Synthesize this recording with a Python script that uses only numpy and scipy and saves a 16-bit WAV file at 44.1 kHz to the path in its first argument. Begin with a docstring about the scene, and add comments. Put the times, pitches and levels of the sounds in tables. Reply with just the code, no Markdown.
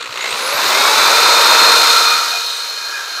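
"""A corded drill runs up to full speed and whirs: sines at multiples of the shaft speed give its rotor,
gear and fan tones and commutator whine, and coloured noise its rush. A wet sanding disc on the drill rubs a
plastic headlight (rough noise) and rings its lens (noise through resonances). A mains-rate rattle is
strongest early on and falls to a faint level. The microphone starts close, is bumped a few times
(damped sines) and draws away; low rumble lies beneath."""
import sys
import numpy as np
from scipy.fft import rfft, irfft, next_fast_len
from scipy.io import wavfile
from scipy.ndimage import map_coordinates

SR = 44100
rng = np.random.default_rng(int(sys.argv[2]) if len(sys.argv) > 2 else 0)


def master_out(mix):
    """Clip the mix to full scale and print it as 16-bit PCM to the path in sys.argv[1]."""
    frames = np.transpose(np.atleast_2d(mix))
    ceiling = np.clip(frames, -1, 1)
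    pcm = np.round(ceiling * 32767).astype(np.int16)
    wavfile.write(sys.argv[1], SR, pcm)


N = 141120
TIME = np.arange(N) / SR  # s

MAINS_HZ = 60  # rate of the current pulses
PULSE_START_S = 0.00622
GEAR_ORDER, FAN_ORDER = 5.267, 9  # cycles per shaft turn
TOP_HZ = 15600  # upper band limit


def amp(db):
    """Level to gain: 20 dB is a factor of ten in amplitude."""
    return 10 ** (np.asarray(db) / 20)


def unit(x):
    """Normalization: scale to rms 1."""
    return x / np.sqrt(np.mean(x ** 2) + 1e-20)


def curves(rows):
    """Linear interpolation: one value per sample for each column after the time."""
    s, *columns = np.transpose(rows)
    return [np.interp(TIME, s, column) for column in columns]


def wobble(rate):
    """Slow random modulation: a smooth curve through rate random knots a second."""
    return map_coordinates(rng.standard_normal(4096), [TIME * rate], mode="wrap")


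def swell(s, half_s):
    """Gaussian envelope: a smooth rise and fall around time s, height 1, down to 1/e at half_s."""
    return np.exp(-((TIME - s) / half_s) ** 2)


def filtered(x, response):
    """Linear filtering: the spectrum of x times a response of frequency."""
    m = next_fast_len(N + SR // 2)
    return irfft(rfft(x, m) * response(np.fft.rfftfreq(m, 1 / SR)), m)[:N]


def coloured(x, points):
    """Spectral shaping: x through a colour of (f/Hz, level/dB) points on a log axis, at rms 1."""
    f, db = np.transpose(points)
    return unit(filtered(x, lambda hz: amp(np.interp(np.log(hz + 1), np.log(f + 1), db))))


def grit(rough_db, rate):
    """Amplitude-modulated noise: random level changes clump it into short scratches, at rms 1."""
    return unit(rng.standard_normal(N) * amp(rough_db * wobble(rate)))


def receding(x, close, far, away):
    """Crossfade of spectra: the colour of x passes from close to distant with the share away."""
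    return (1 - away) * coloured(x, close) + away * coloured(x, far)


def ringing(hz, width_hz):
    """Resonance: noise through two equal bandpass stages in cascade, at rms 1."""
    def response(f):
        one_stage = 1j * f * width_hz / (hz * hz - f * f + 1j * f * width_hz)
        return one_stage ** 2
    return unit(filtered(rng.standard_normal(N), response))


def shaft_speed():
    """Pulsed acceleration: the motor gains speed in small steps, one on each pulse of current."""
    # motor shaft speed: t/s, speed/(turns per second)
    speed_points = [(0, 70), (.18, 156), (.4, 241), (.55, 290), (.6, 328), (.7, 381), (.8, 413), (.98, 444),
                    (1.12, 457), (1.32, 465), (1.95, 465), (2.5, 470.3), (3.05, 466), (3.2, 467.5)]
    pulse = np.floor((TIME - PULSE_START_S) * MAINS_HZ)
    pulse_middle_s = PULSE_START_S + (pulse + .5) / MAINS_HZ
    return np.interp(pulse_middle_s, *np.transpose(speed_points))


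def tones(angle, speed, away):
    """Harmonic excitation: shaft-locked tones shake and swell across the housing's resonances."""
    # tones per shaft turn: order/(cycles per turn)
    orders = [1, 2, GEAR_ORDER, 7.9, 8, FAN_ORDER]
    # base level of each order against the motor rush: close level/dB, distant level/dB
    order_levels = [(-12, -31.5), (-9, -25.5), (-12, -13), (-6.5, -15), (-10.5, -13), (-3, -1.5)]
    # the gear tone sings out briefly: t/s, half length/s, rise/dB
    gear_swells = [(2.11, .06, 8), (2.365, .04, 11), (2.81, .06, 9), (2.955, .025, 12)]
    # change in the fan-blade tone: t/s, level/dB
    fan_level = [(1.45, -1), (1.78, 3), (2.25, -1), (2.83, 4.5), (3.03, -11), (3.1, 3.5)]
    # how well the housing radiates a tone: f/Hz, level/dB
    housing = [(330, -16), (430, -3), (580, 5.5), (680, -13), (860, 2.5), (1800, 3), (2150, 6.5),
               (2460, -1.5), (3300, -9), (3690, -0.5), (3950, -5.5), (4190, -3)]
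    waver_db = 2.2
    shaft_jitter_rad, gear_jitter_rad = .05, .33  # shaft jitter is multiplied by each order

    shaken = angle + shaft_jitter_rad * wobble(130)
    gear_rise_db = sum(db * swell(s, half_s) for s, half_s, db in gear_swells)
    extra_db = {GEAR_ORDER: gear_rise_db, FAN_ORDER: curves(fan_level)[0]}
    out = np.zeros(N)
    for order, (close_db, far_db) in zip(orders, order_levels):
        db = close_db + (far_db - close_db) * away + waver_db * wobble(70)
        db = db + np.interp(order * speed, *np.transpose(housing)) + extra_db.get(order, 0)
        # loose teeth roughen the gear tones, those of fractional order
        play = gear_jitter_rad * wobble(220) * (order != round(order))
        drive = (speed / speed.max()) ** (order / 2 - 1)  # high orders need more speed
        out += drive * amp(db) * np.sqrt(2) * np.sin(order * shaken + play)
    return out


def rush(angle, away, throb=0.074):
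    """Broadband flow and gear noise in the housing, amplitude-modulated once a turn."""
    # close colour: f/Hz, level/(dB per Hz)
    rush_close = [(1060, -62), (1800, -7), (2510, -5), (3200, -11.5), (3590, 1), (4620, -3), (5940, -10),
                  (6560, -8), (7780, -14.5), (8360, -9.5), (9310, -20.5), (10800, -18.5), (13700, -18),
                  (15400, -27)]
    # distant colour: f/Hz, level/(dB per Hz)
    rush_far = [(1500, -32), (2400, -10.5), (2750, -15), (3100, -0.5), (3350, -16), (4200, 4), (4450, -3.5),
                (6600, -6.5), (7300, -14.5), (8300, -17), (9300, -23.5), (10500, -15), (15000, -24.5)]
    throbbing = grit(rough_db=0.87, rate=220) * (1 + throb * np.cos(angle))
    return receding(throbbing, rush_close, rush_far, away)


def motor(angle, speed, away, metres):
    """Source power and spreading: rush and tones grow with speed and fall as 1/distance."""
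    level_1m_db, growth_db = -26.5 + 1, 13  # rush at full speed, 1 m away; rise per doubling of speed
    doublings = np.log2(speed / speed.max())
    gain = amp(level_1m_db + growth_db * doublings) / metres
    return gain * (rush(angle, away) + tones(angle, speed, away))


def whine(angle, speed):
    """Commutation tone: brushes crossing the bars whistle roughly, up to the band limit."""
    # whine before its flutter: t/s, level/dB
    whine_level = [(.07, -52), (.125, -41), (.16, -52), (.215, -33), (.26, -42), (.31, -34), (.37, -43),
                   (.54, -32), (.65, -37), (.78, -39)]
    bars = 40  # cycles per turn
    flutter = amp(2.5 * wobble(120) + 2.5 * wobble(35))
    whistle = np.sqrt(2) * np.sin(bars * angle + 0.91 * wobble(350))
    return amp(curves(whine_level)[0]) * flutter * whistle * (bars * speed < TOP_HZ)


def rubbing_gain(speed, metres):
    """Friction power and spreading: rubbing grows with speed and pressure and falls as 1/distance."""
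    # how hard the disc rubs: t/s, level/dB
    pressure = [(.1, -4), (.45, -1.5), (.62, 1.5), (.85, 1), (1.3, -0.5), (1.65, 0.5), (1.9, -4.5),
                (2.15, -5.5), (2.45, -10), (2.75, -5.5), (3.2, -4)]
    level_1m_db, growth_db = -26.5, 10.5  # full speed, 1 m, pressure 0 dB; rise per doubling of speed
    doublings = np.log2(speed / speed.max())
    return amp(level_1m_db + growth_db * doublings + curves(pressure)[0]) / metres


def rub(away):
    """Friction noise: the disc's grains scratch the lens at random."""
    # close colour: f/Hz, level/(dB per Hz)
    rub_close = [(70, -65), (110, -32), (400, -9.5), (620, -4), (790, -7.5), (960, 0.5), (1360, -2),
                 (2000, -12), (2600, -4.5), (4400, -120)]
    # distant colour: f/Hz, level/(dB per Hz)
    rub_far = [(88, -63), (400, -18.5), (607, -14), (900, -14.5), (1070, -10.5), (1340, -7.5),
               (1870, -13.5), (2600, -25), (4400, -120)]
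    return receding(grit(rough_db=1.0, rate=140), rub_close, rub_far, away)


def lens():
    """Forced resonance: the disc rings two lens modes and scrapes out others where its edge catches."""
    # steady modes: f/Hz, width of each filter stage/Hz
    lens_modes = [(1335, 207), (1630, 102)]
    # their strengths: t/s, low mode level/dB, high mode level/dB
    mode_levels = [(0.501, -36, -52), (1.2, -17.5, -44), (2.12, -16, -34), (2.46, -32.5, -38),
                   (2.75, -37, -43), (2.98, -31.5, -24), (3.13, -35.5, -35), (3.2, -24, -31)]
    # scrapes of the disc's edge: t/s, half length/s, f/Hz, level/dB
    edge_scrapes = [(.87, 0.025, 1106, -20), (2.363, 0.036, 708, -30), (2.49, 0.17, 3820, -27.5),
                    (2.574, .08, 8300, -38.5)]
    scrape_width = 0.11  # width of each filter stage, share of the frequency
    out = np.zeros(N)
    for (hz, width_hz), db in zip(lens_modes, curves(mode_levels)):
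        out += amp(db) * ringing(hz, width_hz)
    for s, half_s, hz, db in edge_scrapes:
        out += amp(db) * swell(s, half_s) * ringing(hz, scrape_width * hz)
    return out


def rattle(speed):
    """Impulsive excitation: uneven current pulses jerk the gears, which chatter and ring the gearbox."""
    # rattle on the current pulses: t/s, level/dB
    rattle_level = [(.02, -25.5), (.06, -29), (.11, -30), (.2, -24), (.3, -22.5), (.48, -27), (.72, -37.5)]
    # colour of the chatter: f/Hz, level/(dB per Hz)
    rattle_colour = [(100, -50), (480, -3), (790, -13.5), (1080, -0.5), (1650, -5), (2150, -3),
                     (2600, -0.5), (3200, -7), (4100, 0), (5000, -18), (7000, -12.5), (15000, -44)]
    attack_s, decay_s, scatter_db = 0.0027, 0.0063, 1.2
    # gearbox resonance that the meshing teeth sweep through; level against the chatter
    mesh_order, mesh_hz, mesh_width_hz, mesh_db = 12, 2130, 324, -2

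    age = (TIME - PULSE_START_S) % (1 / MAINS_HZ)
    pulses = unit((1 - np.exp(-age / attack_s)) * np.exp(-age / decay_s))
    jerk = pulses * amp(scatter_db * wobble(MAINS_HZ))
    chatter = coloured(grit(rough_db=2.2, rate=1800), rattle_colour)
    in_tune = np.exp(-((mesh_order * speed - mesh_hz) / mesh_width_hz) ** 2)
    mesh_tone = np.sqrt(2) * np.sin(2 * np.pi * mesh_hz * TIME + wobble(245))
    ring = amp(mesh_db) * in_tune * mesh_tone
    return amp(curves(rattle_level)[0]) * jerk * (chatter + ring)


def bumps():
    """Damped oscillation: dull, quickly decaying knocks on the microphone."""
    # soft knocks: t/s, level before onset and decay/dB, f/Hz
    knocks = [(0.091, -34, 122), (0.324, -32.5, 125), (.54, -31, 130), (0.655, -30.5, 121),
              (0.988, -29.5, 80), (1.699, -35, 100)]
    t60_s, onset_s = 0.09, 0.0068
    out = np.zeros(N)
    for s, db, hz in knocks:
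        t = np.maximum(TIME - s, 0)
        out += amp(db - 60 * t / t60_s) * (1 - np.exp(-t / onset_s)) * np.sin(2 * np.pi * hz * t)
    return out


def rumble(rub_gain):
    """Low-frequency noise: handling rumble follows the rubbing, outdoor rumble stays steady."""
    # colour: f/Hz, level/(dB per Hz)
    rumble_colour = [(20, -13), (200, -6), (400, -25)]
    handling_db, outdoor_db = -63, -67  # handling is relative to the disc rub
    gain = rub_gain * amp(handling_db) + amp(outdoor_db)
    return gain * coloured(grit(rough_db=-4, rate=24), rumble_colour)


def scene():
    """Superposition: all sources add at one point, the same in both channels."""
    # change from the close tone colour to the distant one: t/s, share/(0 to 1)
    away_share = [(1.75, 0.24), (2.2, 0.46), (2.7, 0.76)]
    # microphone distance: t/s, distance/m
    mic_distance = [(.5, 0.2), (.8, 0.23), (1.9, .22), (2.12, 0.33), (2.3, 0.53), (2.5, 0.83), (2.8, 1.25),
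                    (2.9, 1.23), (3.2, 1.34)]
    speed = shaft_speed()
    angle = 2 * np.pi * np.cumsum(speed) / SR  # rad
    away = np.clip(curves(away_share)[0], 0, 1)
    metres = curves(mic_distance)[0]
    rub_gain = rubbing_gain(speed, metres)
    drill = motor(angle, speed, away, metres) + whine(angle, speed) + rattle(speed)
    disc = rub_gain * rub(away) + lens()
    mono = drill + disc + bumps() + rumble(rub_gain)
    return np.array([mono, mono])


def record(dry):
    """Saturation and band limiting: the highest peaks are rounded, then the top band is cut."""
    clip_top = 1.08  # ceiling of the rounded peaks
    held = dry / (1 + np.abs(dry / clip_top) ** 8) ** (1 / 8)
    return np.array([filtered(channel, lambda hz: hz < TOP_HZ) for channel in held])


dry = scene()
out = record(dry)
master_out(out)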